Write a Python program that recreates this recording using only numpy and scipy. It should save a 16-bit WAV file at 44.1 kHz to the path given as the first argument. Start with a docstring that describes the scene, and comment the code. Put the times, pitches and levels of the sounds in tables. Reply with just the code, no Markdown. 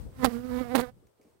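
"""A breeze rumbles on both microphone ports in a quiet yard; a wooden hive frame knocks softly.
From 0.13 s a honeybee hovers at the right port, each wingbeat a pressure dip with a puff of air.
It bumps the case near 0.25 s and 0.75 s, wings slapping and ticking, and leaves by 0.93 s.
Then the breeze dies away and the frame is shifted, with dull knocks and small scratches."""
import sys
import numpy as np
from scipy import signal
from scipy.fft import rfft, irfft
from scipy.io import wavfile
from scipy.ndimage import uniform_filter1d

SR = 44100
rng = np.random.default_rng(int(sys.argv[2]) if len(sys.argv) > 2 else 0)


def digitize_waveform(pressure):
    """Quantize a signal to 16-bit integers and store it at the path in sys.argv[1].

    Rows of a 2-D input are taken as channels; values are limited to [-1, 1].
    """
    field = np.atleast_2d(pressure).T
    bounded = np.clip(field, -1, 1)
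    quanta = np.round(bounded * 32767).astype(np.int16)
    wavfile.write(sys.argv[1], SR, quanta)


N = 61739


def undb(db):
    """Decibels to gain."""
    return 10 ** (np.asarray(db) / 20)


def curve(rows, column=1):
    """Table column, linearly interpolated over time."""
    rows = np.array(rows)
    return np.interp(np.arange(N) / SR, rows[:, 0], rows[:, column])


def colour(points, hz):
    """Gain of a spectrum at hz, interpolated over log frequency."""
    points_hz, db = np.array(points).T
    return undb(np.interp(np.log(np.maximum(hz, 1)), np.log(points_hz), db))


def noise(points):
    """Coloured noise, rms 1."""
    bins_hz = np.arange(N // 2 + 1) * SR / N
    x = irfft(rfft(rng.standard_normal(N)) * colour(points, bins_hz), N)
    return x / x.std()


def walk(hz):
    """Smooth random drift, standard deviation 1."""
    hold = max(int(SR / hz), 1)
    steps = np.repeat(rng.standard_normal(N // hold + 1), hold)
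    x = uniform_filter1d(uniform_filter1d(steps, hold), hold)[:N]
    return x / x.std()


def burst(t, start_s, attack_s, decay_s):
    """Linear rise, exponential fall."""
    rise = np.clip((t - start_s) / attack_s, 0, 1)
    return rise * np.exp(-np.maximum(t - start_s - attack_s, 0) / decay_s)


def bee(t):
    """Wingbeats drive tone, hiss and contacts, so near the right port that the left barely hears."""
    # wingbeat (time [s], rate [Hz])
    wingbeat = [(.15,260.3),(.204,259),(.234,247.2),(.249,267.7),(.261,254.7),(.274,235.8),(.292,229.4),(.306,254.5),(.322,233.1),(.36,235),(.42,247.8),(.49,254.3),(.516,244.5),(.55,251),(.566,246),(.59,250.9),(.612,257.8),(.642,239),(.66,242.9),(.694,233.9),(.722,254.6),(.743,249.2),(.757,281.6),(.773,227.3),(.79,242.5),(.806,234.3),(.828,256.8),(.862,242.2),(.91,254)]
    first_strike_s, jitter_turns, left_db = .246, .005, -45
    beat_hz = curve(wingbeat)
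    turns = np.cumsum(beat_hz) / SR
    turns = turns - np.interp(first_strike_s, t, turns) + jitter_turns * walk(hz=250)
    buzz = wing_tone(t, turns, beat_hz) + wing_wash(turns) + wing_touches(t, turns, beat_hz)
    return np.array([undb(left_db) * buzz, buzz])


def wing_tone(t, turns, beat_hz):
    """Harmonics of the stroke; a nasal peak moves through them as the bee turns."""
    # relative buzz levels (time [s], fundamental [dB], octave [dB], overtones [dB])
    buzz_levels = [(0.129,-80,-58,-71),(.17,-56,-67,-64),(0.201,-38,-46.5,-51),(0.224,-36.5,-36,-42),(.236,-22,-24.5,-29.5),(0.248,-22,-63,-35),(.27,-28.5,-27,-37),(0.284,-24,-31.5,-48.5),(0.298,-43,-41,-47),(.32,-35.5,-44,-50.5),(0.356,-30,-35.5,-54),(0.424,-42,-46,-59),(0.452,-32.5,-39,-53),(0.473,-39,-43.5,-58.5),(0.518,-31.5,-35,-48),(0.579,-28.5,-32,-43),(0.597,-35.5,-39.5,-40),(.612,-25,-29.5,-44),(.645,-43.5,-43,-48),(.685,-43,-42.5,-51.5),(0.722,-33,-35,-39.5),(0.737,-35,-29.5,-46),(0.753,-19.5,-26,-33.5),(0.771,-26.5,-35.5,-43.5),(.79,-23.5,-26,-57),(0.812,-36,-34.5,-43.5),(.835,-33.5,-32,-41),(0.864,-54,-43,-53.5),(0.898,-54.5,-48.5,-54.5),(0.924,-73.5,-81.5,-90)]
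    # overtone spectrum (frequency [Hz], gain [dB])
    overtones = [(740,-1.5),(1000,-5),(1250,-5.5),(1500,-9),(1750,-7.5),(2050,-10.5),(2500,-20.5),(3300,-22),(4500,-30.5),(6000,-42.5)]
    # nasal peak (time [s], centre [Hz])
    whine = [(.15,1200),(.232,1065),(.25,830),(.28,720),(.31,940),(.35,1290),(.45,1340),(.5,1290),(.53,860),(.58,906),(.598,1030),(.615,1329),(.632,1290),(.648,690),(.72,742),(.79,900),(.835,1592),(.89,670)]
    peak_db, peak_width_octaves = 7.5, .21
    wander_db, wander_rad, wander_hz = 2.5, .3, 26
    times_s, *levels_db = np.array(buzz_levels).T
    first_db, second_db, upper_db = (np.interp(t, times_s, db, left=-120, right=-120) for db in levels_db)
    angle = 2 * np.pi * turns
    tone = undb(first_db + 2.5) * np.cos(angle) + undb(second_db + .5) * np.cos(2 * angle)
    centre_hz = curve(whine)
    for k in range(3, 24):
        offset_sq = (np.log2(k * beat_hz / centre_hz) / peak_width_octaves) ** 2
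        whine_db = peak_db * (1 - offset_sq) * np.exp(-offset_sq / 2)  # a hollow on each side
        shift_rad = wander_rad * np.sqrt(k / 2) * walk(wander_hz)
        level_db = upper_db + whine_db + wander_db * walk(wander_hz)
        tone += colour(overtones, k * beat_hz) * undb(level_db) * np.cos(k * angle + shift_rad)
    return -np.sqrt(2) * tone  # each beat is a pressure dip


def wing_wash(turns):
    """Air pushed over the port hisses, swelling once a beat."""
    # hiss (time [s], relative level [dB])
    wash_levels = [(.13,-75),(.18,-55.5),(.225,-46),(.25,-30.5),(.285,-47.5),(.35,-47),(.42,-55),(.52,-48.5),(.585,-45),(.67,-53.5),(.735,-50),(.78,-37),(.83,-49),(.895,-59.5),(.925,-86.5)]
    # hiss spectrum (frequency [Hz], density [dB])
    wash_colour = [(100,2.5),(600,10.5),(1500,8),(3000,-2),(4800,-2),(6500,-6.5),(9000,-5.5),(12000,-4),(16000,-6)]
    pulsing = 1 + .45 * np.cos(2 * np.pi * turns)
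    return noise(wash_colour) * undb(curve(wash_levels) + 1) * pulsing


def wing_touches(t, turns, beat_hz):
    """Against the case, each beat makes a hollow slap, a bright tick and a scuff."""
    # contacts, relative levels (start [s], length [s], slap [dB], tick [dB], scuff [dB], fade [dB])
    touches = [(.2442,.0075,-3,-15,-29,0),(.2520,.0112,-14,-12,-32,4),(.7488,.003,-9,-22,-33,0),(.7524,.0185,-12,-9,-26,11),(.7765,.024,-25,-30,-30,0),(.8015,.017,-23,-23,-38,3)]
    # tick spectrum (frequency [Hz], density [dB])
    tick_colour = [(200,4.5),(900,1.5),(1800,12.5),(2700,2.5),(4000,5.5),(6300,-7.5),(8500,0.5),(11000,0.5),(13000,-2.5),(16000,-2.5)]
    # scuff spectrum (frequency [Hz], density [dB])
    scuff_colour = [(150,-6.5),(400,6),(1000,2.5),(2000,-12),(4300,-13),(6500,-29.5),(16000,-29.5)]
    slap_width_s, rebound_s, tick_decay_s, edge_s = .00018, .00036, .00049, .001
    case_hz, case_q, case_db = 815, 1.3, -7.5
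    from_beat_s = ((turns + .5) % 1 - .5) / beat_hz
    suction = np.exp(-np.abs(from_beat_s) / slap_width_s)
    rebound = .45 * np.exp(-np.abs(from_beat_s - rebound_s) / slap_width_s)
    slap = signal.sosfilt(signal.butter(1, 200, "high", fs=SR, output="sos"), rebound - suction)
    slap += undb(case_db) * signal.lfilter(*signal.iirpeak(case_hz, case_q, fs=SR), slap)
    tick = noise(tick_colour) * np.exp(-(turns % 1) / beat_hz / tick_decay_s)
    scuff = noise(scuff_colour) * 2 * np.exp(1.3 * (np.cos(2 * np.pi * turns) - 1))
    out = np.zeros(N)
    for start_s, length_s, slap_db, tick_db, scuff_db, fade_db in touches:
        age_s = t - start_s
        gate = np.clip(np.minimum(age_s, length_s - age_s) / edge_s + .5, 0, 1)
        fade = undb(-fade_db * np.clip(age_s / length_s, 0, 1))
        contact = undb(slap_db + .5) * slap + undb(tick_db + 1.5) * tick + undb(scuff_db + 4) * scuff
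        out += gate * fade * contact
    return out


def breeze():
    """Low buffeting, independent on the two ports."""
    # gusts (time [s], left [dB], right [dB])
    gusts = [(0,-38,-51),(.07,-35,-42),(.11,-51.5,-49),(.16,-48,-56),(.2,-40.5,-55),(.245,-35.5,-34),(.278,-36.5,-35),(.31,-55,-53),(.39,-43.5,-55),(.45,-44.5,-67),(.53,-39.5,-60),(.6,-52.5,-41.5),(.66,-52.5,-41.5),(.72,-46,-54.5),(.76,-50,-57.5),(.81,-39,-57.5),(.88,-61.5,-46.5),(.97,-58.5,-61),(1.06,-69,-62),(1.13,-76.5,-82.5),(1.4,-68,-86)]
    # rumble spectrum (frequency [Hz], density [dB])
    breeze_colour = [(15,-31.5),(30,-14.5),(50,-4),(105,-1),(160,-8.5),(250,-15.5),(500,-34.5),(1200,-63.5)]
    return np.array([noise(breeze_colour) * undb(curve(gusts, side)) for side in (1, 2)])


def hive_frame(t):
    """Shifted wood: dry scratches and dull knocks with a short hollow ring."""
    # knocks (start [s], relative level [dB], attack [s], pitch [Hz])
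    knocks = [(0.061,-50.5,0.0043,505),(0.959,-64,.012,290),(1.018,-65,0.0099,300),(1.032,-69,0.0092,500),(1.191,-59.5,0.0075,425),(1.244,-60.5,0.0078,300),(1.347,-67,0.007,388)]
    # knock spectrum (frequency [Hz], density [dB])
    knock_colour = [(80,-11),(200,2),(290,-2),(470,-1.5),(700,-12.5),(1100,-26.5),(2500,-36),(8000,-54)]
    # scratches (start [s], relative level [dB], decay [s])
    scratches = [(1.068,-65,0.0047),(1.212,-67,.008),(1.228,-74.5,0.083)]
    # scratch spectrum (frequency [Hz], density [dB])
    scratch_colour = [(500,-5.5),(1500,-11.5),(2300,2),(3200,-13),(6000,-4.5),(9000,-11),(16000,-15)]
    scratch_attack_s, thud_db = .00192, -3.5
    out = np.zeros(N)
    scrape, thud = noise(scratch_colour), noise(knock_colour)
    for start_s, db, decay_s in scratches:
        out += undb(db) * burst(t, start_s, scratch_attack_s, decay_s) * scrape
    for start_s, db, attack_s, pitch_hz in knocks:
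        ring = signal.lfilter(*signal.iirpeak(pitch_hz, Q=3, fs=SR), thud)
        knock = ring / ring.std() + undb(thud_db) * thud
        out += undb(db) * burst(t, start_s, attack_s, decay_s=.026) * knock
    return out


def yard():
    """Soft, wide outdoor background that flickers and sinks."""
    # background (time [s], level [dB])
    yard_levels = [(0,-55),(.08,-62),(.13,-60.5),(.3,-58),(.45,-65),(.82,-58.5),(.93,-70.5),(1.08,-70),(1.15,-72),(1.3,-70.5),(1.4,-74.5)]
    # background spectrum (frequency [Hz], density [dB])
    yard_colour = [(60,-28),(250,-11),(480,-2),(750,-12),(1150,-13),(1700,-21),(2600,-24),(5000,-26),(7500,-29),(8200,-20.5),(10000,-29.5),(16000,-27)]
    level_db, flicker_db = curve(yard_levels), 1.5
    return np.array([noise(yard_colour) * undb(level_db + flicker_db * walk(hz=17)) for _ in range(2)])


def scene():
    """Stereo mix; the hive frame is nearly alike on both ports."""
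    t = np.arange(N) / SR
    mix = bee(t) + breeze() + yard()
    frame_centre = hive_frame(t)
    frame_sides = np.array([hive_frame(t), hive_frame(t)])
    return mix + .73 * frame_centre + .45 * frame_sides


def record(dry):
    """Steep elliptic low-pass."""
    top_hz = 15800
    return signal.sosfilt(signal.ellip(10, .2, 80, top_hz, fs=SR, output="sos"), dry)


dry = scene()
out = record(dry)
digitize_waveform(out)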